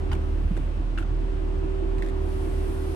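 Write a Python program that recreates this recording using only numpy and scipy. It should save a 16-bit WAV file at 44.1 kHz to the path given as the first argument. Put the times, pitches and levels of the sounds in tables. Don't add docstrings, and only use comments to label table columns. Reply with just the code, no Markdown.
import sys
import numpy as np
from scipy import signal
from scipy.fft import rfft, irfft, next_fast_len
from scipy.io import wavfile
from scipy.ndimage import uniform_filter1d

SR = 44100
rng = np.random.default_rng(int(sys.argv[2]) if len(sys.argv) > 2 else 0)


def generate_wav(signal):
    frames = np.transpose(np.atleast_2d(signal))
    scaled = np.clip(frames, -1, 1) * 32767
    pcm = np.round(scaled).astype(np.int16)
    wavfile.write(sys.argv[1], SR, pcm)


N = 130095
TIME = np.arange(N) / SR
SIDES = np.array([[.5], [-.5]])

# time in seconds, firings per second.
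FIRING_RATE = [(0, 37.55), (.5, 37.55), (.65, 38.3), (1.0, 38.16), (1.9, 38.16), (2.1, 37.9), (2.95, 37.88)]


def engine():
    firings = np.cumsum(curve(FIRING_RATE)) / SR - .22 + .012 * walk(6.14)
    return exhaust(firings) + panels(firings)


# multiple of the firing rate, relative level in dB, waver in dB,
# left side's lead in radians.
EXHAUST_TONES = [(1, 0, 1.2, -0.4), (2, -7.5, 1.53, -0.45)]
# time in seconds, level in dB.
THROB_LEVEL = [(0.0, -27), (0.43, -25), (2.95, -27.5)]
# time in seconds, boost in dB.
UPPER_LIFT = [(0, 5.5), (.5, 0.5), (1.0, -3.5), (1.9, 0), (2.2, 2)]


def exhaust(firings):
    throb = 0
    for multiple, db, waver_db, lead in EXHAUST_TONES:
        gain = undb(db + (multiple - 1) * curve(UPPER_LIFT) + waver_db * walk(7.42))
        throb = throb - gain * np.cos(2 * np.pi * multiple * firings + SIDES * lead)
    fade_in = np.minimum(TIME / .01, 1)
    return np.sqrt(2) * throb * undb(curve(THROB_LEVEL)) * fade_in * pan(-3.5)


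# pitch in Hz, width in Hz, level in dB, random scatter in dB,
# left side's lead in radians.
PANEL_NOTES = [(261, 26, -45, 3, -0.19), (298.1, 15, -42.5, 2.5, 0.61), (324.8, 19.3, -41, 0.85, 0.95),
               (352.3, 13.2, -46.5, 2, 1)]
CYLINDER_HITS = [(-3, -1, -4, -6, -5, -1, 0, -3), (-3, -1, 0, -2, -1, -2, -2, -3),
                 (-13, -11, -13, -13, -8, 0, -8, -13), (-2, -1, -1, -4, -3, 0, -2, -3)]
# time in seconds, boost in dB.
PANEL_SWELL = [(0, -0.5), (.55, -4), (.8, -2.5), (1.8, 1), (2.95, -0.4)]


def panels(firings, jitter_s=.00029):
    fired = np.flatnonzero(np.diff(np.floor(firings)) > 0)
    out = 0
    for (hz, width_hz, db, scatter_db, lead), hits_db in zip(PANEL_NOTES, CYLINDER_HITS):
        timing, strength = rng.standard_normal((len(fired), 2)).T
        at = np.clip(fired + (timing * jitter_s * SR).astype(int), 0, N - 1)
        knocks = np.zeros(N)
        knocks[at] = undb(np.resize(hits_db, len(fired)) + scatter_db * strength)
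        ring = unit(band(band(knocks, hz, width_hz), hz, 1.39 * width_hz))
        ring = signal.hilbert(ring, next_fast_len(N))[:N]
        out = out + undb(db) * np.real(ring * np.exp(1j * SIDES * lead))
    return out * pan(-3.5) * undb(curve(PANEL_SWELL))


# time in seconds, left level in dB, right level in dB.
PUMP_LEVEL = [(0, -38.5, -38.5), (.35, -41, -43), (.5, -50.5, -62), (.9, -54, -58), (1.25, -40.5, -40.5),
              (1.7, -39, -32), (2.3, -37, -34), (2.95, -36.5, -35.5)]


def pump(hz=383.36, lead_radians=1.5):
    tone = np.sqrt(2) * np.cos(2 * np.pi * hz * TIME + SIDES * lead_radians)
    level_db = np.array([curve(PUMP_LEVEL), curve(PUMP_LEVEL, col=2)])
    return tone * undb(level_db + .35 * walk(2))


# time in seconds, level in dB.
AIR_LEVEL = [(0, -42), (.2, -36), (.4, -30), (.65, -32), (.85, -38.5), (1.3, -44), (1.6, -57), (2.95, -46)]


def air_buffet(hz=69.7, width_hz=47, gust_db=7):
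    shared, left, right = (undb(gust_db * walk(14)) * band(rng.standard_normal(N), hz, width_hz)
                           for _ in range(3))
    gusts = shared + .53 * np.array([left, right])
    rumble = signal.sosfilt(signal.butter(2, 190, fs=SR, output="sos"), gusts)
    return unit(rumble) * undb(curve(AIR_LEVEL))


# start in seconds, level in dB, pitch in Hz, seconds to fade by 60 dB.
THUMPS = [(0.44, -27.5, 189, 0.04), (0.448, -19.5, 66, 0.12), (.508, -21, 181, 0.058),
          (0.576, -23.5, 345, 0.0068), (0.63, -30, 153, 0.032)]


def thumps():
    out, t = np.zeros((2, N)), np.arange(SR // 10) / SR
    for start, db, hz, fade_s in THUMPS:
        shape = (1 - np.exp(-12 * t / fade_s)) * undb(-60 * t / fade_s)
        thump = shape / shape.max() * np.sin(2 * np.pi * hz * t)
        at = int(start * SR)
        out[:, at:at + len(t)] += undb(db) * pan(-1.6) * thump
    return out


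# start in seconds, level in dB, pitch in Hz, blip length in seconds,
# crackle in dB relative to the click.
TRIM_CLICKS = [(.1143, -34, 1020, .008, -24), (.116, -49, 4750, .007, -20), (.1205, -37, 1430, .008, -19),
               (.1145, -43, 3000, .009, -24), (.124, -37, 850, .009, -16), (.1295, -39, 1430, .008, -9),
               (.127, -40, 2960, .011, -20), (.1375, -38, 900, .005, -17), (.149, -49, 2300, .008, -6),
               (.5655, -43, 1500, .005, -10), (.571, -47, 1900, .010, -5), (.9755, -31, 1550, .0035, -30),
               (.978, -35, 2700, .005, -26), (.984, -32, 1450, .005, -15), (.993, -43, 1550, .005, -9),
               (1.0045, -43, 1350, .004, -10), (1.015, -45, 1600, .004, -16),
               (1.0225, -40, 1400, .011, -19), (1.9826, -41, 2000, .003, -8),
               (2.0225, -33, 1900, .0033, -15), (2.0461, -50, 2000, .003, -2),
               (2.0614, -41, 1800, .004, -10), (2.074, -45, 1800, .004, -14), (2.0855, -43, 1900, .004, -7),
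               (2.096, -50, 1900, .004, -4)]


def trim_clicks(crackle_hz=7800, cabin_db=-7, cabin_fade_s=.09):
    out, t = np.zeros((2, N)), np.arange(SR // 10) / SR
    tail = (1 - np.exp(-t / .0025)) * undb(cabin_db - 60 * t / cabin_fade_s)
    for start, db, hz, length_s, crackle_db in TRIM_CLICKS:
        white = rng.standard_normal((4, len(t)))
        tones = [(hz, 1)]
        if hz < 2500:
            tones.append((1.87 * hz, undb(-9.5)))
        rough = sum(gain * unit(band(band(white[:2], f, .42 * f), f, .42 * f)) for f, gain in tones)
        clean = sum(gain * np.sin(2 * np.pi * f * t + SIDES) for f, gain in tones)
        bright = unit(band(band(white[2:], crackle_hz, crackle_hz), crackle_hz, crackle_hz))
        blip = np.sin(np.pi * np.minimum(t / length_s, 1) ** .75)
        click = blip * clean + (blip / 2 + tail) * (rough + undb(crackle_db) * bright)
        at = int(start * SR)
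        out[:, at:at + len(t)] += undb(db) * click
    return out


# pitch in Hz, relative level in dB.
RUSH_COLOUR = [(30, -11), (48, -9.5), (60, -4), (90, -8.5), (105, -19), (128, -8), (146, -17.5), (200, -15),
               (240, -20.5), (300, -26), (382, -23), (450, -22), (617, -23), (950, -26.5), (1220, -29.5),
               (1400, -31), (2220, -38.5), (2600, -37.5), (4500, -48.5), (7500, -56.5), (8400, -53),
               (11000, -67.5)]
# time in seconds, boost in dB (each pitch gets a share).
RUSH_SWELL = [(0, 0.5), (.45, -2), (1.0, -3.5), (1.3, -1), (1.75, 0), (2.2, 1.45), (2.95, 1.5)]


def rush():
    return stereo_noise(RUSH_COLOUR, flicker_db=.45, swell_db=curve(RUSH_SWELL)) * undb(-35.5)


# time in seconds, level in dB.
HISS_LEVEL = [(0, -68.5), (.6, -64.5), (1.0, -83), (2.15, -68), (2.3, -56.5), (2.45, -54), (2.95, -52.5)]
# pitch in Hz, relative level in dB.
HISS_COLOUR = [(2500, -0.5), (5600, -7.5), (7300, -9), (8000, -4), (10500, -3), (11300, -11.5),
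               (12600, -3.5), (13400, -12.5), (14200, -22)]


def hiss():
    return stereo_noise(HISS_COLOUR, flicker_db=1.1, swell_db=0) * undb(curve(HISS_LEVEL))


# pitch in Hz, likeness from 0 to 1,
# left side's lead in radians, left minus right in dB.
MIC_PAIR = [(49.7, 1, 0.7, 3), (157, 0.85, -0.3, -4.5), (309, 1, -3, -2), (494, 0.49, 1.13, 1.1),
            (1150, 0.68, 2, 0.8), (1900, 0.07, 3, 0.5), (2750, 0, 0.9, 0.2), (6600, 0.3, 1.4, 1.2),
            (8550, 0.23, 2.2, -6.5), (10100, 0.9, 1.33, -2.5), (13000, 0.5, 1.5, .1)]
# pitch in Hz, share from 0 to 1.
SWELL_SHARE = [(120, 0.065), (400, 0.59), (900, 0.82), (2500, 0.24), (8000, 0.27)]


def stereo_noise(colour, flicker_db, swell_db):
    log_hz = np.log(np.maximum(np.fft.rfftfreq(N, 1 / SR), 1))

    def by_pitch(table, col=1, at=log_hz):
        rows = np.array(table)
        return np.interp(at, np.log(rows[:, 0]), rows[:, col])

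    likeness = by_pitch(MIC_PAIR)
    white = rfft(rng.standard_normal((3, N)))
    shared = white[0] * np.exp(1j * SIDES * by_pitch(MIC_PAIR, col=2))
    spectrum = np.sqrt(likeness) * shared + np.sqrt(1 - likeness) * white[1:]
    spectrum *= undb(by_pitch(colour) + SIDES * by_pitch(MIC_PAIR, col=3))
    out, step = 0, np.log(2) / 2
    for centre in np.arange(np.log(30), np.log(20000), step):
        window = np.clip(1 - abs(log_hz - centre) / step, 0, 1)
        gain = undb(flicker_db * walk(9.45) + by_pitch(SWELL_SHARE, at=centre) * swell_db)
        out = out + gain * irfft(spectrum * window, N)
    return unit(out)


def undb(db):
    return 10 ** (np.asarray(db) / 20)


def curve(table, col=1):
    rows = np.array(table, float)
    return np.interp(TIME, rows[:, 0], rows[:, col])


def unit(x):
    return x / np.sqrt(np.mean(x ** 2))


def band(x, hz, width_hz):
    return signal.lfilter(*signal.iirpeak(hz, hz / width_hz, fs=SR), x)


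def walk(rate):
    hold = int(SR / rate)
    steps = np.repeat(rng.standard_normal(N // hold + 1), hold)
    return 1.47 * uniform_filter1d(uniform_filter1d(steps, hold), hold)[:N]


def pan(db):
    return undb(SIDES * db)


def scene():
    background = rush() + hiss()
    return engine() + pump() + air_buffet() + thumps() + trim_clicks() + background


def record(dry, low_hz=27, top_hz=13900, notch_hz=11810, notch_width_hz=490):
    dry = signal.sosfiltfilt(signal.butter(4, low_hz, "high", fs=SR, output="sos"), dry)
    dry = signal.filtfilt(*signal.iirnotch(notch_hz, notch_hz / notch_width_hz, fs=SR), dry)
    return signal.sosfilt(signal.ellip(8, .2, 70, top_hz, fs=SR, output="sos"), dry)


dry = scene()
out = record(dry)
generate_wav(out)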